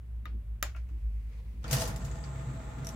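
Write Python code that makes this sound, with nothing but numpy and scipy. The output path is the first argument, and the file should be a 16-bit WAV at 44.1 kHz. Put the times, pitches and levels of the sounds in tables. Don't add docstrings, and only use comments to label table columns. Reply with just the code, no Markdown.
import sys
import numpy as np
from scipy import signal
from scipy.fft import rfft, irfft
from scipy.io import wavfile
from scipy.ndimage import uniform_filter1d

SR = 44100
rng = np.random.default_rng(int(sys.argv[2]) if len(sys.argv) > 2 else 0)


def bounce(signal):
    frames = np.transpose(np.atleast_2d(signal))
    limited = np.clip(frames, -1, 1)
    pcm = np.round(limited * 32767).astype(np.int16)
    wavfile.write(sys.argv[1], SR, pcm)


def ratio(d):
    e = np.asarray(d, float) / 20
    return 10 ** e


N = 130095
T = np.arange(N) / SR
HIT_T = T[:SR // 3]

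# start_s, pitch_hz, level_db
LOW_DRONE = [(0.0, 54.47, -57), (0.27, 53.87, -41), (0.54, 53.28, -36.5), (0.8, 53.3, -51.5),
             (1.07, 52.58, -30.5), (1.34, 53.02, -40.5), (1.61, 53.5, -40.5), (1.88, 50.85, -39),
             (2.15, 52.8, -39), (2.41, 49.65, -66), (2.68, 48.72, -44), (2.95, 49.63, -72)]
HIGH_DRONE = [(0.0, 59.3, -42), (0.27, 58.51, -36.5), (0.54, 60.5, -46), (0.8, 59.7, -36),
              (1.07, 62.06, -41), (1.34, 62.16, -49.5), (1.61, 63.2, -43), (1.88, 63.06, -43.5),
              (2.15, 64.93, -40.5), (2.41, 59.1, -41), (2.68, 60.43, -44), (2.95, 56.9, -43)]
DRONE_PHASES = [1.81, 3.51]
# multiple, level_db
DRONE_OVERTONES = [(2, -55), (3, -67)]
# pitch_hz, level_db
ROOM_COLOUR = [(80, -0.5), (120, -2), (200, -15.5), (480, -21.5), (800, -26), (2500, -31.5), (5500, -44.5),
               (16000, -48.5)]
# start_s, level_db
IDLE_SPIN = [(.76, -73), (.85, -86), (1.4, -79), (1.6, -83), (1.7, -61), (1.9, -83)]

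# start_s, level_db
DISTANT_MURMUR = [(0, -72), (.14, -64), (.24, -67), (.35, -55.5), (.45, -67), (1.2, -65), (1.4, -63),
                  (1.6, -56.5), (1.7, -90)]
# start_s, level_db
SLEEVE_RUSTLE = [(1.27, -80), (1.37, -70), (1.52, -80)]
# start_s, level_db
MIC_HISS = [(0, -81), (1.65, -76), (1.9, -76.5)]

# start_s, peak_db, snap_db, tail_db
KEY_CLICKS = [
    (0.2551, -37, -22, -12.5),
    (0.6268, -27.5, 0, -8.5),
    (0.7645, -48.5, -15.5, -11.5),
    (.889, -67, -6, 0),
    (.748, -48, -32, -6),
]
# pitch_hz, level_db, t60_s
PRESSED_MODES = [(626, -26, .12), (1060, -32, 0.055), (1240, -1, 0.072), (1820, -8.5, 0.072),
                 (1925, -2.5, 0.029), (3682, -9.5, 0.034)]
# pitch_hz, level_db, t60_s
RELEASED_MODES = [(602, -14.5, 0.13), (1260, 0, 0.045), (1460, -22, 0.025), (1890, 2, 0.023),
                  (2320, -3.5, 0.024), (3680, -11.5, .04)]
# pitch_hz, level_db, t60_s
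LATCH_MODES = [(644, -7, 0.11), (1030, -9, 0.06), (1378, 0, 0.087), (2245, -5, .05), (2570, -4.5, .05),
               (2773, -8, .04)]
# pitch_hz, level_db, t60_s
SNAP_MODES = [(4770, -2.5, 0.017), (6230, 10.5, 0.0054), (10740, 3.5, 0.0064), (12400, -2, .005),
              (13800, 3, 0.0067), (14200, 6, 0.0059), (15700, 4, 0.0072)]
# pitch_hz, width_hz, level_db
RATTLE_RINGS = [(7200, 370, -13), (10400, 6000, -20), (13700, 1400, -24)]
# pitch_hz, level_db
CLICK_TAIL_COLOUR = [(250, -10), (560, -2.5), (900, -5), (1300, 0.5), (2300, -2.5), (4230, -10), (7080, -9),
                     (8220, -21), (15000, -24)]
# start_s, level_db, pitch_hz
FINGER_TAPS = [
    (.255, -53, 308),
    (.905, -53, 305),
    (.94, -56.5, 306),
]

# start_s, level_db
SCRAPE_LEVEL = [(1.6, -91), (1.64, -74), (1.7, -51), (1.735, -35.5), (1.775, -38), (1.82, -37),
                (1.865, -46), (1.95, -58), (2.2, -64.5), (2.3, -80)]
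# pitch_hz, level_db
RUB_COLOUR = [(120, -29), (300, -6.5), (660, 3), (1800, -8.5), (2400, -10), (6300, -4.5), (9000, -11.5),
              (16000, -24)]
# pitch_hz, width_hz, level_db
RUB_RINGS = [(504, 36, 2.5), (658, 44, -1), (878, 28, -0.5), (1840, 78, -3.5), (2930, 193, -11),
             (4840, 296, -8.5), (6470, 184, -7)]
# start_s, level_db
ROLL_LOAD = [(1.62, -74), (1.645, -47), (1.7, -44.5), (1.75, -40.5), (1.9, -43), (2.04, -48.5),
             (2.8, -48.5), (2.95, -46.5)]
# pitch_hz, level_db
CONTACT_COLOUR = [(90, 6), (200, -1), (400, -12.5), (1400, -18), (2300, -23), (3500, -32), (5000, -36),
                  (6500, -33), (10000, -46.5)]
# pitch_hz, width_hz, level_db
CASE_RINGS = [(471.6, 36, -13), (656, 27, -10), (841.2, 42, -11.5), (1050, 40, -15.5), (1231, 46, -14),
              (1380, 60, -15), (1808, 61, -17.5), (2032, 29, -22), (3570, 820, -20)]
# start_s, level_db
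SHELF_BOOM = [(1.63, -70), (1.65, -58), (1.8, -46), (1.9, -50), (2.95, -50)]
# pitch_hz, width_hz, level_db
SHELF_RINGS = [(132.7, 19, 3.5), (169.4, 24.2, -4.5), (209.5, 8.7, -9)]
# start_s, level_db
BRUSH_LEVEL = [(1.95, -99), (2., -61.5), (2.4, -63.5), (2.82, -67.5), (2.86, -64)]

# start_s, peak_db, ring_hz, tail_db
GUIDE_TICKS = [(1.68, -32.5, 4520, -15), (1.722, -32, 4950, -5), (1.745, -27, 14600, -14),
               (1.757, -48, 6400, -17), (1.7865, -32, 5650, -10), (1.818, -27, 4600, -7.5),
               (1.842, -49, 7000, -20), (1.711, -26.5, 6500, 2.5), (1.729, -21, 13400, -2.5),
               (1.807, -31, 6160, -2), (1.826, -39, 6700, -7), (1.875, -31, 7300, -2.5),
               (1.9612, -30.5, 7200, -11.5), (2.0495, -35, 6900, -8)]
# start_s, peak_db, ring_hz, tail_db
CASE_KNOCKS = [(1.631, -44, 1530, -12), (1.642, -26, 1380, -21), (1.647, -32.5, 3320, -25),
               (1.737, -22, 1840, -15), (1.774, -24, 2930, -17), (2.113, -35, 6970, -10.5),
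               (2.156, -41, 7200, -20), (2.239, -36.5, 4560, -3)]
# start_s, peak_db, ring_hz, tail_db
END_STOPS = [
    (2.8468, -34, 5850, -8.5),
    (2.869, -24.5, 5790, -16),
    (2.8892, -28, 5810, -19.5),
]
# pitch_hz, level_db
CRACK_COLOUR = [(880, -13), (1500, -5), (4160, -5.5), (5770, -1.5), (8000, -5), (12000, -6.5),
                (14500, -9.5), (16000, -15)]
# start_s, level_db, pitch_hz
SHELF_JOLTS = [(1.915, -31.5, 134), (1.99, -37, 134), (2.036, -37, 138), (2.15, -34, 141),
               (2.189, -33.5, 143.3), (2.286, -29.5, 131.4), (2.46, -29.5, 130.7), (2.506, -35, 133.8),
               (2.611, -41, 133.5), (2.681, -38.5, 133), (2.77, -36.5, 134.6), (2.809, -45, 132.6),
               (2.917, -39, 125)]


def curve(table, column=1):
    points = np.array(table)
    return np.interp(T, points[:, 0], points[:, column], left=-120 if table[0][0] > 0 else None)


def unit(x):
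    return x / np.sqrt(np.mean(x ** 2))


def pair(floor=0.09, like_hz=680):
    f = (np.arange(N // 2 + 1) * SR / N / like_hz) ** 1.11
    side = np.maximum(0.9 * f / np.sqrt(1 + f ** 2), floor)
    mid, other = rfft(rng.standard_normal((2, N)))
    ports = mid + other * side * np.array([[1], [-1]])
    return irfft(ports / np.sqrt(1 + side ** 2), N)


def colour(x, points):
    f = np.arange(N // 2 + 1) * SR / N + 1
    hz, db = np.transpose(points)
    gain = ratio(np.interp(np.log(f), np.log(hz), db, left=-60))
    return unit(irfft(rfft(x) * gain, N))


def rings(x, table):
    total = 0
    for hz, width, db in table:
        peak = np.r_[signal.iirpeak(hz, hz / width / 1.5, SR)]
        total = total + ratio(db) * unit(signal.sosfilt(np.tile(peak, (2, 1)), x))
    return total


def walk(rate):
    k = int(SR / rate)
    steps = np.repeat(rng.standard_normal(N // k + 1), k)
    return 1.98 * uniform_filter1d(uniform_filter1d(steps, k), k)[:N]


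def grit(rate, spread_db, smear_s):
    hits = (rng.random(N) < rate / SR) * ratio(spread_db * rng.exponential(size=N))
    return unit(signal.lfilter([1], [1, -np.exp(-1 / (smear_s * SR))], hits))


def dull(x, hz):
    return signal.sosfilt(signal.butter(4, min(hz, 20000), fs=SR, output="sos"), x)


def rise(seconds):
    return np.minimum(HIT_T / seconds, 1)


def fade(t60):
    return ratio(-60 * HIT_T / t60)


def ring(hz, t60, turn):
    lag = np.array([[0], [turn * min(hz / 1500, 1)]])
    return fade(t60) * rise(1.93 / hz) * np.sin(2 * np.pi * hz * HIT_T + lag)


def add(out, s, hit):
    i = int(s * SR)
    out[:, i:i + len(HIT_T)] += hit[:, :N - i]


def drones():
    low = 2 * np.pi * np.cumsum(curve(LOW_DRONE)) / SR
    high = 2 * np.pi * np.cumsum(curve(HIGH_DRONE)) / SR
    hum = ratio(curve(LOW_DRONE, 2)) * np.cos(low + DRONE_PHASES[0])
    hum = hum + ratio(curve(HIGH_DRONE, 2)) * np.cos(high + DRONE_PHASES[1])
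    for multiple, db in DRONE_OVERTONES:
        hum = hum + ratio(db + 2 * walk(1)) * np.cos(int(multiple) * low)
    right = ratio(-0.1) * (hum + 21.0 * np.gradient(hum))
    air = ratio(-66 + 5.5) * colour(pair(), ROOM_COLOUR)
    rumble = ratio(-62) * rings(pair(), [(32, 4.3, 0.5), (78, 18.6, 5.0)])
    flutter_db = 1.2 * walk(20)
    spin = ratio(curve(IDLE_SPIN) + flutter_db) * rings(pair(), [(2310, 810, 8.8), (4040, 3200, 3.4)])
    return np.sqrt(2) * np.array([hum, right]) + air + rumble + spin


def hand():
    murmur_db = curve(DISTANT_MURMUR) + 2.0 * walk(24.58)
    shelf = ratio(murmur_db) * rings(pair(), [(201.0, 46.5, 1.0), (289, 65, -10.5)])
    cloth = pair() * grit(340, 0.92, 0.01)
    sleeve = ratio(curve(SLEEVE_RUSTLE)) * rings(cloth, [(490, 88, 4.0), (990, 250, 0.0), (3460, 1660, -1.0)])
    hiss = ratio(curve(MIC_HISS)) * rings(pair(), [(11800, 7700, 0)])
    return shelf + sleeve + hiss


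def key():
    out = np.zeros((2, N))
    turns = rng.uniform(-1.6, 1.6, (len(KEY_CLICKS), 13))
    bodies = (PRESSED_MODES, RELEASED_MODES, LATCH_MODES, LATCH_MODES, LATCH_MODES)
    for (s, db, snap_db, tail_db), modes, turn in zip(KEY_CLICKS, bodies, turns):
        noise = pair()
        tail = colour(noise, CLICK_TAIL_COLOUR)[:, :len(HIT_T)]
        tail = dull(tail, 20000 * ratio(0.59 * snap_db))
        rattle = rings(noise[:, :len(HIT_T)], RATTLE_RINGS)
        body = sum(ratio(g) * ring(hz, t60, a) for (hz, g, t60), a in zip(modes, turn))
        snap = sum(ratio(g) * ring(hz, t60, 0.61 * a) for (hz, g, t60), a in zip(SNAP_MODES, turn[6:]))
        snap = snap + ratio(1.0) * tail * fade(0.0061) + rattle * fade(0.085)
        click = body + ratio(snap_db) * snap + ratio(tail_db) * tail * fade(0.21)
        add(out, s, ratio(db) * click)
    for s, db, hz in FINGER_TAPS:
        add(out, s, ratio(db) * rise(0.008) * ring(hz, 0.13, 0.3))
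    return out


def scrape():
    rub = pair() * grit(700, 1.2, 0.0045)
    edges = ratio(-12.0 + 2.7 * walk(40.04)) * rings(rub, RUB_RINGS)
    return ratio(curve(SCRAPE_LEVEL)) * (colour(rub, RUB_COLOUR) + edges)


def rolling(start_s):
    contact = pair() * grit(1400, 0.58, 0.0058)
    waver_db = 2.5 * walk(25)
    whine_hz = 661 * (1 + 0.00777 * walk(29.72))
    whine = ratio(-13 + waver_db) * np.sin(2 * np.pi * np.cumsum(whine_hz) / SR) * (T > start_s)
    case = rings(pair(), CASE_RINGS)
    return ratio(curve(ROLL_LOAD)) * (case + whine + ratio(2.5) * colour(contact, CONTACT_COLOUR))


def thump(start_s):
    rise_s, hold_s, fall_s = 0.022, 0.032, 0.006
    u = T - start_s
    shape = np.clip(u / rise_s, 0, 1) * np.exp(-np.clip(u - rise_s - hold_s, 0, 9) / fall_s)
    return ratio(-27.5) * np.sqrt(2) * shape * np.sin(2 * np.pi * 133 * u + 1.0)


def brushes():
    bars = np.cumsum(312 * (1 + 0.0079 * walk(13.9))) / SR
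    gate = (1 + 0.5 * np.cos(2 * np.pi * bars)) * (1 + 0.06 * np.cos(2 * np.pi * bars / 3))
    sparks = rings(pair(), [(6900, 1000, 0)])
    sparks = rings(sparks, [(7410, 440, -1.5), (7796, 390, -1.0), (6700, 1400, -2.5)])
    return ratio(curve(BRUSH_LEVEL)) * gate * sparks


def tray():
    free_s = 1.709
    boom = ratio(curve(SHELF_BOOM)) * rings(pair(), SHELF_RINGS)
    return scrape() + boom + rolling(free_s) + thump(free_s) + brushes()


def ticks():
    out = np.zeros((2, N))
    bright = colour(pair(), CRACK_COLOUR)
    groups = ((GUIDE_TICKS, bright), (CASE_KNOCKS, dull(bright, 6850)), (END_STOPS, dull(bright, 13800)))
    for table, noise in groups:
        for s, db, hz, tail_db in table:
            crack = np.roll(noise, -int(s * SR), axis=1)[:, :len(HIT_T)]
            ringing = rings(crack, [(hz, hz / 12, -4.0)]) * fade(0.047)
            tail = ratio(tail_db) * crack * fade(0.19)
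            add(out, s, ratio(db - 10.5) * rise(0.00044) * (crack * fade(0.0088) + ringing + tail))
    return out


def jolts():
    out = np.zeros((2, N))
    for s, db, hz in SHELF_JOLTS:
        add(out, s, ratio(db) * rise(0.011) * ring(hz, 0.35, 0.3))
    return out


def scene():
    left_db = 1
    near = (key() + ticks()) * ratio(np.array([[left_db], [-left_db]]))
    return drones() + hand() + tray() + jolts() + near


def roll_off(x):
    return signal.sosfilt(signal.butter(12, 16170, fs=SR, output="sos"), x)


def record(dry):
    limit = signal.ellip(8, 0.2, 40, 16000, fs=SR, output="sos")
    mix = signal.sosfilt(limit, dry)
    return roll_off(mix)


dry = scene()
out = record(dry)
bounce(out)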